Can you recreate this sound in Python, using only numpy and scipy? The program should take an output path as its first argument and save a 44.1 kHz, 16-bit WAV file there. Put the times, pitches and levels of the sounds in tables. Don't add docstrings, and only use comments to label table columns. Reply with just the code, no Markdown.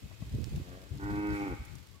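import sys
import numpy as np
from scipy import signal
from scipy.fft import rfft, irfft
from scipy.io import wavfile
from scipy.ndimage import uniform_filter1d

SR = 44100
rng = np.random.default_rng(int(sys.argv[2]) if len(sys.argv) > 2 else 0)


def persist_wave(psi):
    counts = np.round(np.clip(psi, -1, 1) * 32767).astype(np.int16)
    wavfile.write(sys.argv[1], SR, np.atleast_2d(counts).T)


N = 88200
T = np.arange(N) / SR
HZ = np.fft.rfftfreq(2 * N, 1 / SR)

# t/s, then level/dB of nasal hum, mouth, twang and rasp
MOO_LEVELS = [(.88, -70, -88, -84, -90), (.92, -54, -74, -80, -84), (.985, -57.5, -78, -86, -84),
              (1.002, -45, -52.5, -52.5, -70), (1.07, -38, -48.5, -47.5, -59.5),
              (1.19, -34.5, -46.5, -51.5, -54), (1.27, -33.5, -45.5, -49.5, -52.5),
              (1.315, -33.5, -49, -45.5, -53.5), (1.365, -38, -52, -46, -48.5),
              (1.405, -36, -44.5, -76, -50), (1.445, -35.5, -45, -50, -50.5), (1.49, -39.5, -49, -56, -55),
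              (1.525, -38.5, -49, -54, -54.5), (1.56, -53.5, -60.5, -59, -80), (1.6, -69, -84, -92, -84)]
BAND_EDGES = [640, 1290, 2020]
# t/s, roughness from 0 to 1
HOARSENESS = [(.9, 0.26), (1.02, 0.24), (1.12, 0.24), (1.28, 0.12), (1.37, 0.1), (1.44, 0.33), (1.48, 0.51),
              (1.55, 0.64)]
# f/Hz, level/dB
OPEN_THROAT = [(50, -52), (103, -51), (207, -15), (310, 0), (412, -11.5), (515, -22.5), (620, -30),
               (722, -23), (825, -19.5), (930, -17.5), (1035, -25.5), (1135, -21), (1240, -22), (1340, -23),
               (1445, -9), (1540, -7.5), (1660, -30), (1870, -20), (2040, -16), (2180, -6), (2400, -18.5),
               (2600, -8), (2750, -37), (4000, -49), (8000, -56), (16000, -77)]
# f/Hz, level/dB
SAGGING_THROAT = [(50, -42), (100, -18), (200, -17.5), (300, -1.5), (400, -12), (505, -16.5), (620, -29),
                  (720, -22), (810, -13), (900, -18), (1000, -31), (1120, -18), (1250, -18), (1420, -24),
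                  (1540, -21.5), (1720, -36), (1900, -25.5), (2030, -30), (2160, -17.5), (2400, -24),
                  (2580, -26.5), (2760, -39), (4000, -58), (8000, -58), (16000, -80)]
def moo():
    turn_s, glide_s = 1.343, .03
    buzz = vocal_folds(curve(HOARSENESS))
    early = ringing(OPEN_THROAT)
    late = abs(ringing(SAGGING_THROAT)) * early / abs(early)
    turned = .5 + .5 * np.tanh((T - turn_s) / glide_s)
    band_number = np.searchsorted(np.sort(BAND_EDGES), HZ)
    voice = np.zeros(N)
    for k in range(len(BAND_EDGES) + 1):
        band = uniform_filter1d((band_number == k) * 1., size=300)
        vowel = (1 - turned) * unit(shaped(buzz, early * band)) + turned * unit(shaped(buzz, late * band))
        loudness = np.sqrt(abs(uniform_filter1d(vowel ** 2, size=2600)) + 1e-9)
        voice += vowel / loudness * amp(curve(MOO_LEVELS, axis=k + 1))
    return voice * during(MOO_LEVELS)


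# t/s, level/dB
GRUNT_LEVEL = [(.63, -57), (.66, -57), (.72, -50), (.78, -56), (.81, -56), (.85, -55.5), (.89, -65),
               (.95, -59.5), (1.0, -100)]
# f/Hz, level/dB
GRUNT_TONE = [(60, -35), (180, 1), (280, 5), (380, 2.5), (550, 2), (700, -1), (950, -19), (1160, -4),
              (1300, -18), (1600, -8.5), (2300, -20), (3300, -20), (6000, -60)]
def grunt():
    voice = unit(shaped(vocal_folds(rough=.5), ringing(GRUNT_TONE)))
    return voice * amp(curve(GRUNT_LEVEL)) * during(GRUNT_LEVEL)


# t/s, f/Hz
VOICE_PITCH = [(.65, 89), (.76, 93), (.86, 96.5), (1.0, 99.6), (1.07, 101.3), (1.16, 103.3), (1.26, 103.6),
               (1.35, 102.3), (1.41, 101.1), (1.445, 99), (1.485, 92.5), (1.54, 84)]
def vocal_folds(rough):
    jitter, shimmer, breath, breath_edge_hz = .0445, .86, .98, 780
    pitch = curve(VOICE_PITCH)
    cycles = np.cumsum(pitch * (1 + jitter * rough * wander(rate_hz=65))) / SR
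    pulses = unit(np.sinc(((cycles + .5) % 1 - .5) * SR / pitch / 2))
    pulses *= 1 + shimmer * rough * wander(rate_hz=38)
    puffs = unit((.54 + np.exp(-(cycles % 1) / .64)) * rng.standard_normal(N))
    puffs = shaped(puffs, HZ / np.hypot(HZ, breath_edge_hz))
    return (pulses + 2 * breath * rough * puffs) / np.sqrt(1 + 2 * (breath * rough) ** 2)


# f/Hz, left minus right level/dB
COW_BALANCE = [(300, -1), (900, 0), (1500, -4), (2300, -4)]
def direct_sound(voice):
    lag_s = np.array([[.00026], [0]])
    placed = shaped(voice, pan(read(COW_BALANCE)) * np.exp(-2j * np.pi * HZ * lag_s))
    return shaped(placed, smear(.0042) * np.array([smear(.00025), smear(.00025)]))


def smear(delay_s):
    knots_hz, from_hz = np.arange(0, SR / 2, 120), 380
    delay = delay_s * np.interp(HZ, knots_hz, rng.standard_normal(len(knots_hz)))
    delay *= HZ ** 2 / (HZ ** 2 + from_hz ** 2)
    return np.exp(-2j * np.pi * np.cumsum(delay) * HZ[1])


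# f/Hz, t/s to fade by 60 dB
ECHO_FADE = [(200, 0.73), (700, 0.71), (2300, 1.07), (6000, 0.91)]
# f/Hz, level/dB
ECHO_TONE = [(150, -22), (320, -18), (600, -10), (900, -8), (2300, -4), (5000, -5)]
def tree_echo(voice):
    echoes_per_s, late_s, late_width_s = 1500, .2, .03
    echoes = rng.standard_normal((2, N)) * (rng.random((2, N)) < echoes_per_s / SR) * (T > .006)
    hz, t, spectrum = signal.stft(echoes, SR, nperseg=256)
    fade = amp(-60 * t / read(ECHO_FADE, hz)[:, None])
    fade *= 1 + amp(4) * swell(late_s, late_width_s, t) * (hz / np.hypot(hz, 1500))[:, None]
    fade /= np.sqrt(np.mean(fade ** 2, axis=1, keepdims=True))
    tail = signal.istft(spectrum * fade, SR, nperseg=256)[1][:, :N] / np.linalg.norm(echoes[0])
    return shaped(voice, rfft(tail, 2 * N) * amp(read(ECHO_TONE)))


# peak t/s, half width t/s, left level/dB, right level/dB
WIND_GUSTS = [(0.048, .015, -39, -43.5), (0.127, 0.032, -44.5, -83), (0.223, 0.02, -38.5, -47.5),
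              (0.277, 0.017, -41.5, -40), (0.351, 0.022, -31.5, -32.5), (0.417, 0.028, -78, -30.5),
              (0.477, 0.0097, -88, -32), (0.546, 0.028, -33.5, -33.5), (.577, 0.0073, -28, -30),
              (0.615, 0.011, -40, -32.5), (.705, 0.04, -44, -52.5), (0.762, 0.027, -49, -52),
              (.85, 0.046, -48, -78), (0.927, 0.014, -36.5, -47), (.962, 0.023, -38, -43.5),
              (1.051, 0.022, -35.5, -37.5), (1.123, 0.02, -32, -37.5), (1.18, 0.02, -37, -39.5),
              (1.245, 0.034, -44, -55), (1.32, 0.026, -31, -49), (1.43, 0.022, -39.5, -65),
              (1.495, 0.016, -46, -40.5), (1.531, 0.025, -38, -44), (1.617, 0.015, -43.5, -42.5),
              (1.691, 0.035, -46, -78), (1.744, 0.034, -41, -85), (1.817, 0.021, -46.5, -88),
              (1.908, .025, -48.5, -91), (1.961, 0.021, -49, -95)]
# f/Hz, level/dB
RUMBLE_TONE = [(10, -53), (25, -33), (40, -10), (60, 1), (130, -0.5), (190, -12), (280, -18), (450, -33),
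               (800, -63), (2000, -63)]
# f/Hz, level/dB
FLUTTER_TONE = [(20, -44), (60, -29), (160, 0), (300, -9), (450, -6), (700, -18.5), (1500, -51.5),
                (4000, -57)]
def wind():
    power = sum((amp([[left], [right]]) * swell(s, width)) ** 2 for s, width, left, right in WIND_GUSTS)
    rumble = shaped(noise_pair(alike=.4), amp(read(RUMBLE_TONE)))
    rumble /= np.sqrt(uniform_filter1d(uniform_filter1d(rumble ** 2, size=700), size=500))
    flutter = unit(shaped(noise_pair(alike=.4), amp(read(FLUTTER_TONE))))
    return np.sqrt(power) * rumble + power * amp(14) * flutter


# t/s, left level/dB, right level/dB, f/Hz
WIND_THUMPS = [(0.226, -28.5, -39, 157), (.35, -23.5, -23.5, 122), (0.386, -29, -47, 313),
               (0.547, -28, -26, 85), (0.577, -43, -22.5, 121), (.601, -36.5, -33, 280),
               (0.92, -29.5, -36, 80), (1.529, -35, -46, 54), (1.605, -33, -35.5, 62)]
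def thumps():
    width_cycles = .41
    out = np.zeros((2, N))
    for s, left, right, hz in WIND_THUMPS:
        cycles = (T - s) * hz
        push_pull = -np.sin(2 * np.pi * cycles) / np.cosh(np.clip(cycles / width_cycles, -20, 20))
        out += amp([[left], [right]]) * push_pull
    return out


# t/s, peak level/dB, centre f/Hz, half width/octaves, fade t/s
CART_TICKS = [(.5601, -42.5, 4300, 1, 0.0068), (.8924, -47, 6000, 1, 0.0011),
              (.9827, -49.5, 4700, 0.21, 0.002), (1.04, -48, 5000, 1, .003),
              (1.3055, -46, 5040, 0.22, 0.0016), (1.35, -49, 8900, 0.37, 0.018),
              (1.552, -52.5, 9000, .7, .0015), (1.6506, -45, 7800, 0.85, 0.0092),
              (1.7535, -44.5, 7060, 0.51, 0.0042)]
def ticks():
    out = np.zeros((2, N))
    for s, db, hz, octaves, decay in CART_TICKS:
        burst = rng.standard_normal((2, N)) * (T >= s) * np.exp(-abs(T - s) / decay)
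        tick = shaped(burst, 1 / (1 + (np.log2((HZ + 1) / hz) / octaves) ** 2))
        out += amp(db) * tick / abs(tick).max(axis=1, keepdims=True)
    return pan(-3.5) * out


# t/s, level/dB
CART_KNOCKS = [(.111, -46), (.22, -44)]
# f/Hz, level/dB added to the knock's, t/s to fade by 60 dB
WOOD_NOTES = [(440, -8, 0.1), (640, 7.5, 0.03), (754, -6, 0.059), (1017, -6, 0.064), (1105, -1, 0.053),
              (1915, -7, 0.077)]
def knocks():
    rise_s = .0072
    out = np.zeros((2, N))
    for s, db in CART_KNOCKS:
        age = np.maximum(T - s, 0)
        rise = 1 - np.exp(-age / rise_s)
        for hz, note_db, fade_s in WOOD_NOTES:
            out += amp(db + note_db) * rise * fading_note(hz * rng.uniform(.95, 1.04, (2, 1)), fade_s, age)
    return out


def squeak():
    hz = 1140 * (1 + .02 * wander(rate_hz=120))
    return amp(-62) * np.sin(2 * np.pi * np.cumsum(hz) / SR) * swell(peak_s=1.957, width_s=.012)


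# f/Hz, relative level/dB, t/s to fade by 60 dB
SNAP_NOTES = [(3800, -18, 0.003), (4800, -7, 0.0022), (5400, 0.5, 0.0045), (7100, -0.5, 0.0031),
              (11000, -19, 0.0018)]
def snap(at_s=.44295):
    age = np.maximum(T - at_s, 0)
    return pan(-3.5) * amp(-36) * sum(amp(db) * fading_note(hz, fade, age) for hz, db, fade in SNAP_NOTES)


# f/Hz, level/dB
RUSTLE_TONE = [(30, -11), (150, 1), (350, 11), (600, 4.5), (1000, 3), (1700, 1), (2200, 3), (2600, 0.5),
               (3000, 3), (4800, 0), (6000, -3.5), (7300, -2.5), (10000, -10.5), (13000, -7),
               (16000, -15.5)]
# t/s, level/dB
HISS_LEVEL = [(0, -60), (.25, -58.5), (.56, -56.5), (.85, -60), (1.1, -57), (1.27, -58.5), (1.36, -53.5),
              (1.46, -56), (1.62, -59.5), (1.72, -58.5), (2, -63.5)]
def rustle():
    crackles_per_s, crackle_fade_s = 70, .003
    tone = amp(read(RUSTLE_TONE))
    hiss = unit(shaped(noise_pair(), tone)) * amp(curve(HISS_LEVEL) + .5 * wander(rate_hz=75))
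    grains = noise_pair()
    starts = (rng.random(N) < crackles_per_s / SR) * 1.
    grains *= shaped(starts, rfft(np.exp(-T / crackle_fade_s), 2 * N))
    crackle = unit(shaped(grains, tone * HZ / np.hypot(HZ, 4000)))
    return pan(-2) * (hiss + amp(-68) * crackle)


# t/s, level/dB
WHINE_LEVEL = [(0, -71.5), (.55, -69.5), (.75, -74.5), (2, -90)]
def whine(hz=2552, width_hz=54):
    return unit(shaped(noise_pair(), 1 / (1 + ((HZ - hz) / width_hz) ** 2))) * amp(curve(WHINE_LEVEL))


def amp(db):
    return 10 ** (np.asarray(db) / 20)


def unit(x):
    return x / np.sqrt(np.mean(x ** 2) + 1e-20)


def curve(rows, axis=1):
    rows = np.array(rows)
    return np.interp(T, rows[:, 0], rows[:, axis])


def during(rows):
    return (T > rows[0][0]) & (T < rows[-1][0])


def swell(peak_s, width_s, t=T):
    return np.exp(-.5 * ((t - peak_s) / width_s) ** 2)


def fading_note(hz, fade_s, age):
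    return amp(-60 * age / fade_s) * np.sin(2 * np.pi * hz * age)


def read(points, hz=HZ):
    f, value = np.transpose(points)
    return np.interp(np.log(hz + 1), np.log(f), value)


def shaped(x, gain):
    return irfft(rfft(x, 2 * N) * gain)[..., :N]


def ringing(points):
    log_gain = np.log(amp(read(points)))
    return np.exp(np.conj(signal.hilbert(np.r_[log_gain, log_gain[-2:0:-1]]))[:N + 1])


def wander(rate_hz):
    return unit(shaped(rng.standard_normal(N), np.exp(-(HZ / rate_hz) ** 2)))


def noise_pair(alike=.033):
    a, b = rng.standard_normal((2, N))
    return np.array([a, alike * a + np.sqrt(1 - alike ** 2) * b])


def pan(db):
    return amp(np.array([[.5], [-.5]]) * db)


def scene():
    voice = moo() + grunt()
    cow = direct_sound(voice) + tree_echo(voice)
    cart = ticks() + knocks() + squeak()
    return cow + cart + snap() + rustle() + whine() + wind() + thumps()


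def record(dry):
    return signal.oaconvolve(dry, signal.firwin(511, 15900, window=("kaiser", 9), fs=SR)[None], "same")


dry = scene()
out = record(dry)
persist_wave(out)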